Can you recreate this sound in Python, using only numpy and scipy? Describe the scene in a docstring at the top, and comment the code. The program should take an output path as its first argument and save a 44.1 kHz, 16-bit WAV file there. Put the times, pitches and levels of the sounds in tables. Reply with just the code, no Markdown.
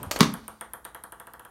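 """Chain-reaction toy in a living room

A small hard ball bounces on wooden rails on a cabinet, faster and faster. Each bounce
is a bright ping and a dull knock of the wood. Meanwhile a falling plastic cup clacks
against a board, then lands with a thump and a rattle that make the furniture boom.
The room adds a short echo and a quiet background noise."""
import sys
import numpy as np
from scipy import signal
from scipy.fft import rfft, irfft
from scipy.io import wavfile
from scipy.ndimage import uniform_filter1d

SR = 44100
rng = np.random.default_rng(int(sys.argv[2]) if len(sys.argv) > 2 else 0)


def persist_wave(psi):
    """Save psi, clipped to +-1, as 16-bit WAV."""
    counts = np.round(np.clip(psi, -1, 1) * 32767).astype(np.int16)
    wavfile.write(sys.argv[1], SR, np.atleast_2d(counts).T)


N = 66150
T = np.arange(N) / SR

# Levels are relative. A mode is a tone that a thing rings at; t60 is its time to fade by 60 dB.
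# Ball bounces: t/s, ping level/dB, knock level/dB, knock top f/Hz, snap level/dB, snap f/Hz,
# then one level/dB for each of the four groups of ping modes
BALL_BOUNCES = [(0.0306, -21.5, -36.5, 1570, -46, 2430, 0, -4, 0.5, -5.5),
                (0.1904, -25.5, -35.5, 1860, -44, 3100, 8, -17, 2, -4),
                (0.3388, -20.5, -37, 1850, -44.5, 3120, -1, -4, 1, -14),
                (0.48, -25, -38.5, 1510, -47.5, 2540, 5.5, -5, 3, -9.5),
                (0.6103, -21.5, -35.5, 2096, -45, 3340, 4.5, -5.5, -4.5, -12),
                (0.7346, -21.5, -38, 1896, -48.5, 2940, -3, 3, 5, -7.5),
                (0.8452, -41, -58, 1880, -57, 3760, 6, -4, 3, -11.5),
                (0.8502, -25, -38.5, 1980, -44, 3730, 4, -3, -0.5, -8),
                (0.947, -27.5, -38.5, 2070, -48, 3330, -6, 2, 2, -10),
                (1.0374, -30.5, -40.5, 1790, -51.5, 4140, 4.5, 9, 8.5, -5.5),
                (1.1219, -26, -41, 1810, -51, 3040, 0, 1.5, -5, -11),
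                (1.1994, -30, -41.5, 1920, -51.5, 3050, 1.5, 2.5, 0.5, -9),
                (1.2700, -36.5, -42, 1830, -52.5, 2970, 4, 2, 0.5, -8),
                (1.3359, -31, -43, 1890, -54, 4420, -3.5, 1, -3, -5),
                (1.3950, -28.5, -44, 1825, -53.5, 2930, -7, -4, -2, -16),
                (1.4500, -32.5, -44.5, 1800, -54.5, 3000, -2.5, 0, -1.5, -11)]
# Modes of the ping: f/Hz, level/dB, swell time/s
PING_MODES = [(8940, -6.5, 0.00054), (10080, -9.5, 0.0012), (11185, -8.5, 0.0012), (11800, -9, 0.00049),
              (13000, 0.5, .0005), (13600, -8, .0005), (14400, -13, .0004)]
# The group (0 to 3) of each ping mode
PING_MODE_GROUPS = [0, 1, 2, 2, 3, 3, 3]
# Tone colour of the rail's knock and of its snap: f/Hz, level/dB
KNOCK_SPECTRUM = [(150, -11), (330, -7.5), (480, -6), (620, -6.5), (900, -0.5), (1400, -0.5), (2000, -3),
                  (4500, -11)]
SNAP_SPECTRUM = [(1200, -12.5), (2000, -9), (2550, -5), (3300, -2.5), (4100, -10.5), (5200, -17.5),
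                 (7000, -13), (16000, -15)]
# Modes of the cabinet: f/Hz, level/dB
CABINET_MODES = [(445, -2), (490, -0.5), (515, 0), (684, 0.5), (856, 0), (899, 1), (982, 2.5),
                 (1118, -12.5), (1148, 2), (1262, -16), (1314, -8.5), (1356, -1.5), (1437, -5.5),
                 (1620, -3)]
# The cup hits the board, then rattles on a mat: t/s, level/dB, treble tilt/(dB per octave), rise/s, t60/s
BOARD_HITS = [(0.1113, -3, -0.5, 0.00025, 0.025), (.1150, -1, -1.5, 0.00044, 0.0069),
              (.1601, -2.5, -4.5, 0.0015, 0.033)]
MAT_HITS = [(.1974, -3, -4, 0.00048, 0.042), (.2052, 4.5, 0, 0.0011, 0.012),
            (.2066, 12.5, -1.5, 0.0013, 0.011), (.2122, 0.5, -2, 0.00062, 0.022),
            (.2286, 3.5, -2, 0.001, 0.043)]
# Tone colour of those hits: f/Hz, level/dB
BOARD_HIT_SPECTRUM = [(200, -8.5), (550, 6), (800, 3), (1300, 2.5), (2500, 0.5), (3700, -2), (5000, 0),
                      (7000, 2), (9000, -6.5), (11000, -4.5), (13000, -3), (16000, -11)]
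MAT_HIT_SPECTRUM = [(200, -7), (430, 4), (700, -8), (1100, 3.5), (1600, -3.5), (2100, -1.5), (2550, -6),
                    (3300, -2), (4500, -1.5), (6100, -2.5), (7500, -11.5), (12000, -14), (16000, -22)]
# Modes that ring after those hits: f/Hz, level/dB, t60/s
BOARD_HIT_MODES = [(603, -3, .06), (1666, -6, 0.063), (2568, -6, .06), (4374, 5.5, .065), (5750, -4, .08),
                   (6635, -4.5, 0.097), (8830, -0.5, 0.042), (12730, 1, .06)]
MAT_HIT_MODES = [(428, 9.5, .07), (872.6, 6, 0.11), (1106, -15, 0.14), (1230, -6.5, 0.088),
                 (2046, -12.5, .16), (2800, -10, .13), (3240, 4, .16), (3610, -1.5, .18),
                 (3790, -12.5, 0.168), (4515, -8, 0.178), (5230, -7.5, 0.074), (5530, -11, 0.11)]
# Low thumps as the cup swings, lands and rocks: middle t/s, level/dB, f/Hz, width/s
CUP_THUMPS = [(0.071, -29.5, 107.5, 0.0033), (.2105, -17, 419.5, .005), (0.2151, -7.5, 197, 0.0036),
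              (0.304, -27, 195, 0.0073), (.339, -31, 187, 0.0083)]
# Low modes of the furniture: f/Hz, level/dB, t60/s
FURNITURE_MODES = [(141, -24, 0.34), (163.7, -20.5, .28), (216, -43, 1.46), (226.5, -20, 0.4),
                   (261.4, -26.5, 0.42), (290.7, -22, 0.31), (371.8, -29, 0.18), (399.8, -27, 0.18),
                   (627, -32, 0.27)]
# How long the room echoes: f/Hz, t60/s
ROOM_DECAY = [(150, 0.37), (500, 0.31), (1200, 0.36), (2500, 0.27), (5000, .24), (10000, .26),
              (16000, 0.14)]
# Tone colour of the steady room noise and of the low rumble: f/Hz, level/dB
NOISE_SPECTRUM = [(20, -8), (40, -16.5), (58, 14), (85, -11), (200, -2), (500, -9), (1200, -8),
                  (2300, -25.5), (5000, -28.5), (10000, -20), (16000, -24.5)]
RUMBLE_SPECTRUM = [(20, -25.5), (50, 4), (75, -1), (140, -4.5), (300, -14), (800, -16), (2000, -30.5),
                   (4500, -38.5), (8000, -41), (16000, -55)]
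# Loudness of the rumble as the cup falls: t/s, level/dB
RUMBLE_LOUDNESS = [(0, -38.5), (.07, -41.5), (.15, -47.5), (.26, -40), (.35, -54), (.6, -66.5)]


def ball_pings(gain_db=10.5):
    """Each bounce sets off short, high modes in a different mix, and one faint longer tone."""
    pings = np.zeros(N)
    for start, ping_db, _, _, _, _, *group_db in BALL_BOUNCES:
        level_db = gain_db + ping_db
        for (hz, mode_db, swell_s), group in zip(PING_MODES, PING_MODE_GROUPS):
            detuned_hz = hz * (1 + .007 * rng.standard_normal())
            add(pings, start, amp(level_db + mode_db + group_db[group]) * blip(detuned_hz, swell_s))
        long_tone = unit(ring([(9000, 0, .2)]))
        add(pings, start, amp(level_db + group_db[0] - 26.5) * long_tone)
    return pings + amp(-10) * room_echo(pings)


def wood_knocks(knock_gain_db=23, snap_gain_db=21):
    """The rail knocks and snaps at each bounce, and the cabinet rings under it."""
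    rail, cabinet = np.zeros((2, N))
    full_knock = unit(colour(burst(t60=.054, rise_s=.0025), KNOCK_SPECTRUM))
    wood_ring = unit(ring([(hz, db, .22) for hz, db in CABINET_MODES])) * swell(.0023)
    for start, _, knock_db, top_hz, snap_db, snap_hz, *_ in BALL_BOUNCES:
        # A shorter contact lets more treble through, so the knock is brighter.
        lowpass = signal.butter(10, top_hz, fs=SR, output="sos")
        knock = unit(signal.sosfilt(lowpass, full_knock))
        snap_noise = unit(colour(burst(t60=.014, rise_s=.00073, passes=1), SNAP_SPECTRUM))
        snap = snap_noise + amp(-4.5) * blip(snap_hz, swell_s=.00028)
        add(rail, start, amp(knock_gain_db + knock_db) * knock + amp(snap_gain_db + snap_db) * snap)
        add(cabinet, start, amp(knock_gain_db + knock_db - .5) * wood_ring)
    return rail + cabinet + amp(-2.5) * room_echo(rail)


def cup_hits(hits, spectrum, modes, ring_db, echo_db):
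    """The cup's thin plastic shell clacks and rings briefly at every contact."""
    clacks, rings = np.zeros((2, N))
    for start, db, tilt_db, rise_s, t60 in hits:
        clack = unit(colour(burst(t60, rise_s), spectrum, tilt_db))
        add(clacks, start, amp(db) * clack)
        add(rings, start, amp(db + ring_db) * unit(ring(modes)))
    return clacks + rings + amp(echo_db) * room_echo(clacks)


def cup_thumps(landing_s=.2062):
    """The cup's weight gives short low thumps, and the furniture booms on after it lands."""
    thumps = np.zeros(N)
    for middle, db, hz, width_s in CUP_THUMPS:
        t = T - middle
        envelope = np.exp(-.5 * (t / width_s) ** 2)
        thumps += amp(db) * envelope * np.sin(2 * np.pi * hz * t)
    add(thumps, landing_s, ring(FURNITURE_MODES) * swell(.0033))
    return thumps


def room_echo(sound, late_t60=.97):
    """The room's echo: each pitch dies at its own speed, over a faint, slower tail."""
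    hz, t, noise = signal.stft(rng.standard_normal(N), SR, nperseg=256)
    early = amp(-60 * t / look_up(ROOM_DECAY, hz)[:, None])
    late_db = -23 - .5 * np.log2(1 + hz[:, None] / 3000)
    late = amp(late_db - 60 * t / late_t60)
    tail = signal.istft(noise * np.hypot(early, late), SR, nperseg=256)[1][:N]
    return signal.fftconvolve(sound, unit(tail * swell(.001)))[:N]


def background():
    """Quiet room noise, and a low rumble that dies down once the cup has landed."""
    noise = unit(colour(rng.standard_normal(N), NOISE_SPECTRUM)) * np.sqrt(N)
    rumble = unit(colour(rng.standard_normal(N), RUMBLE_SPECTRUM)) * np.sqrt(N)
    rumble_db = np.interp(T, *np.transpose(RUMBLE_LOUDNESS))
    return amp(-62) * noise + amp(rumble_db) * rumble


def blip(hz, swell_s):
    """A very short tone that grows for swell_s seconds and then dies."""
    t = T[:SR // 40]
    tone = t * np.exp(-t / swell_s) * np.sin(2 * np.pi * (hz * t + rng.random()))
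    return np.pad(unit(tone), (0, N - len(t)))


def ring(modes):
    """One fading tone for each mode, each starting at a random point of its wave."""
    return sum(amp(db) * fade(t60) * np.sin(2 * np.pi * (hz * T + rng.random())) for hz, db, t60 in modes)


def burst(t60, rise_s, passes=6):
    """A noisy vibration that swells and dies, about equally strong at all pitches."""
    envelope = fade(t60) * swell(rise_s)
    noise = rng.standard_normal(N) * envelope
    for _ in range(passes):
        # Even out the pitches, then restore the swell and fade.
        spectrum = rfft(noise)
        noise = irfft(spectrum / (abs(spectrum) + 1e-12), N)
        loudness = np.sqrt(abs(uniform_filter1d(noise ** 2, size=48)) + 1e-16)
        noise = noise * envelope / loudness
    return unit(noise)


def colour(sound, spectrum, tilt_db=0, size=4096):
    """Gives a sound a tone colour, tilted by tilt_db per octave around roughly 3 kHz."""
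    hz = abs(np.fft.fftfreq(size, 1 / SR))
    gain = amp(look_up(spectrum, hz) + tilt_db * np.log2((hz + 200) / 3000))
    # This kind of filter (minimum phase) makes no sound ahead of a hit.
    response = np.exp(np.conj(signal.hilbert(np.log(gain))))
    taps = np.fft.ifft(response).real
    return signal.fftconvolve(sound, taps[:size // 2])[:N]


def swell(rise_s):
    """Rises from 0 towards 1, about two thirds of the way in rise_s seconds."""
    return 1 - np.exp(-T / rise_s)


def fade(t60):
    """Falls by 60 dB in t60 seconds."""
    return amp(-60 * T / t60)


def amp(db):
    """Turns decibels into a number to multiply by."""
    return 10 ** (np.asarray(db) / 20)


def unit(sound):
    """Scales a sound to a total energy of 1."""
    return sound / np.sqrt(np.sum(sound ** 2) + 1e-20)


def look_up(table, hz):
    """Reads between a table's rows, with octaves evenly spaced."""
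    table_hz, values = np.transpose(table)
    return np.interp(np.log(hz + 1), np.log(table_hz), values)


def add(mix, start, sound):
    """Mixes a sound in, beginning at start seconds."""
    part = mix[max(round(start * SR), 0):][:len(sound)]
    part += sound[:len(part)]


def scene():
    """Ball, cup and background together in one channel."""
    clacks = cup_hits(BOARD_HITS, BOARD_HIT_SPECTRUM, BOARD_HIT_MODES, ring_db=-8, echo_db=-4)
    rattle = cup_hits(MAT_HITS, MAT_HIT_SPECTRUM, MAT_HIT_MODES, ring_db=-10, echo_db=-7)
    return (ball_pings() + wood_knocks() + clacks + rattle + cup_thumps() + background())[None]


def record(dry, bottom_hz=42, ceiling=.85, top_hz=16100):
    """Cuts the deepest bass, rounds off the loudest peaks and cuts the highest treble."""
    sound = signal.sosfilt(signal.butter(4, bottom_hz, "highpass", fs=SR, output="sos"), dry)
    rounded = sound / (1 + (sound / ceiling) ** 6) ** (1 / 6)
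    lowpass = signal.firwin(201, top_hz, window=("kaiser", 9), fs=SR)
    return signal.oaconvolve(rounded, lowpass[None], "same")


dry = scene()
out = record(dry)
persist_wave(out)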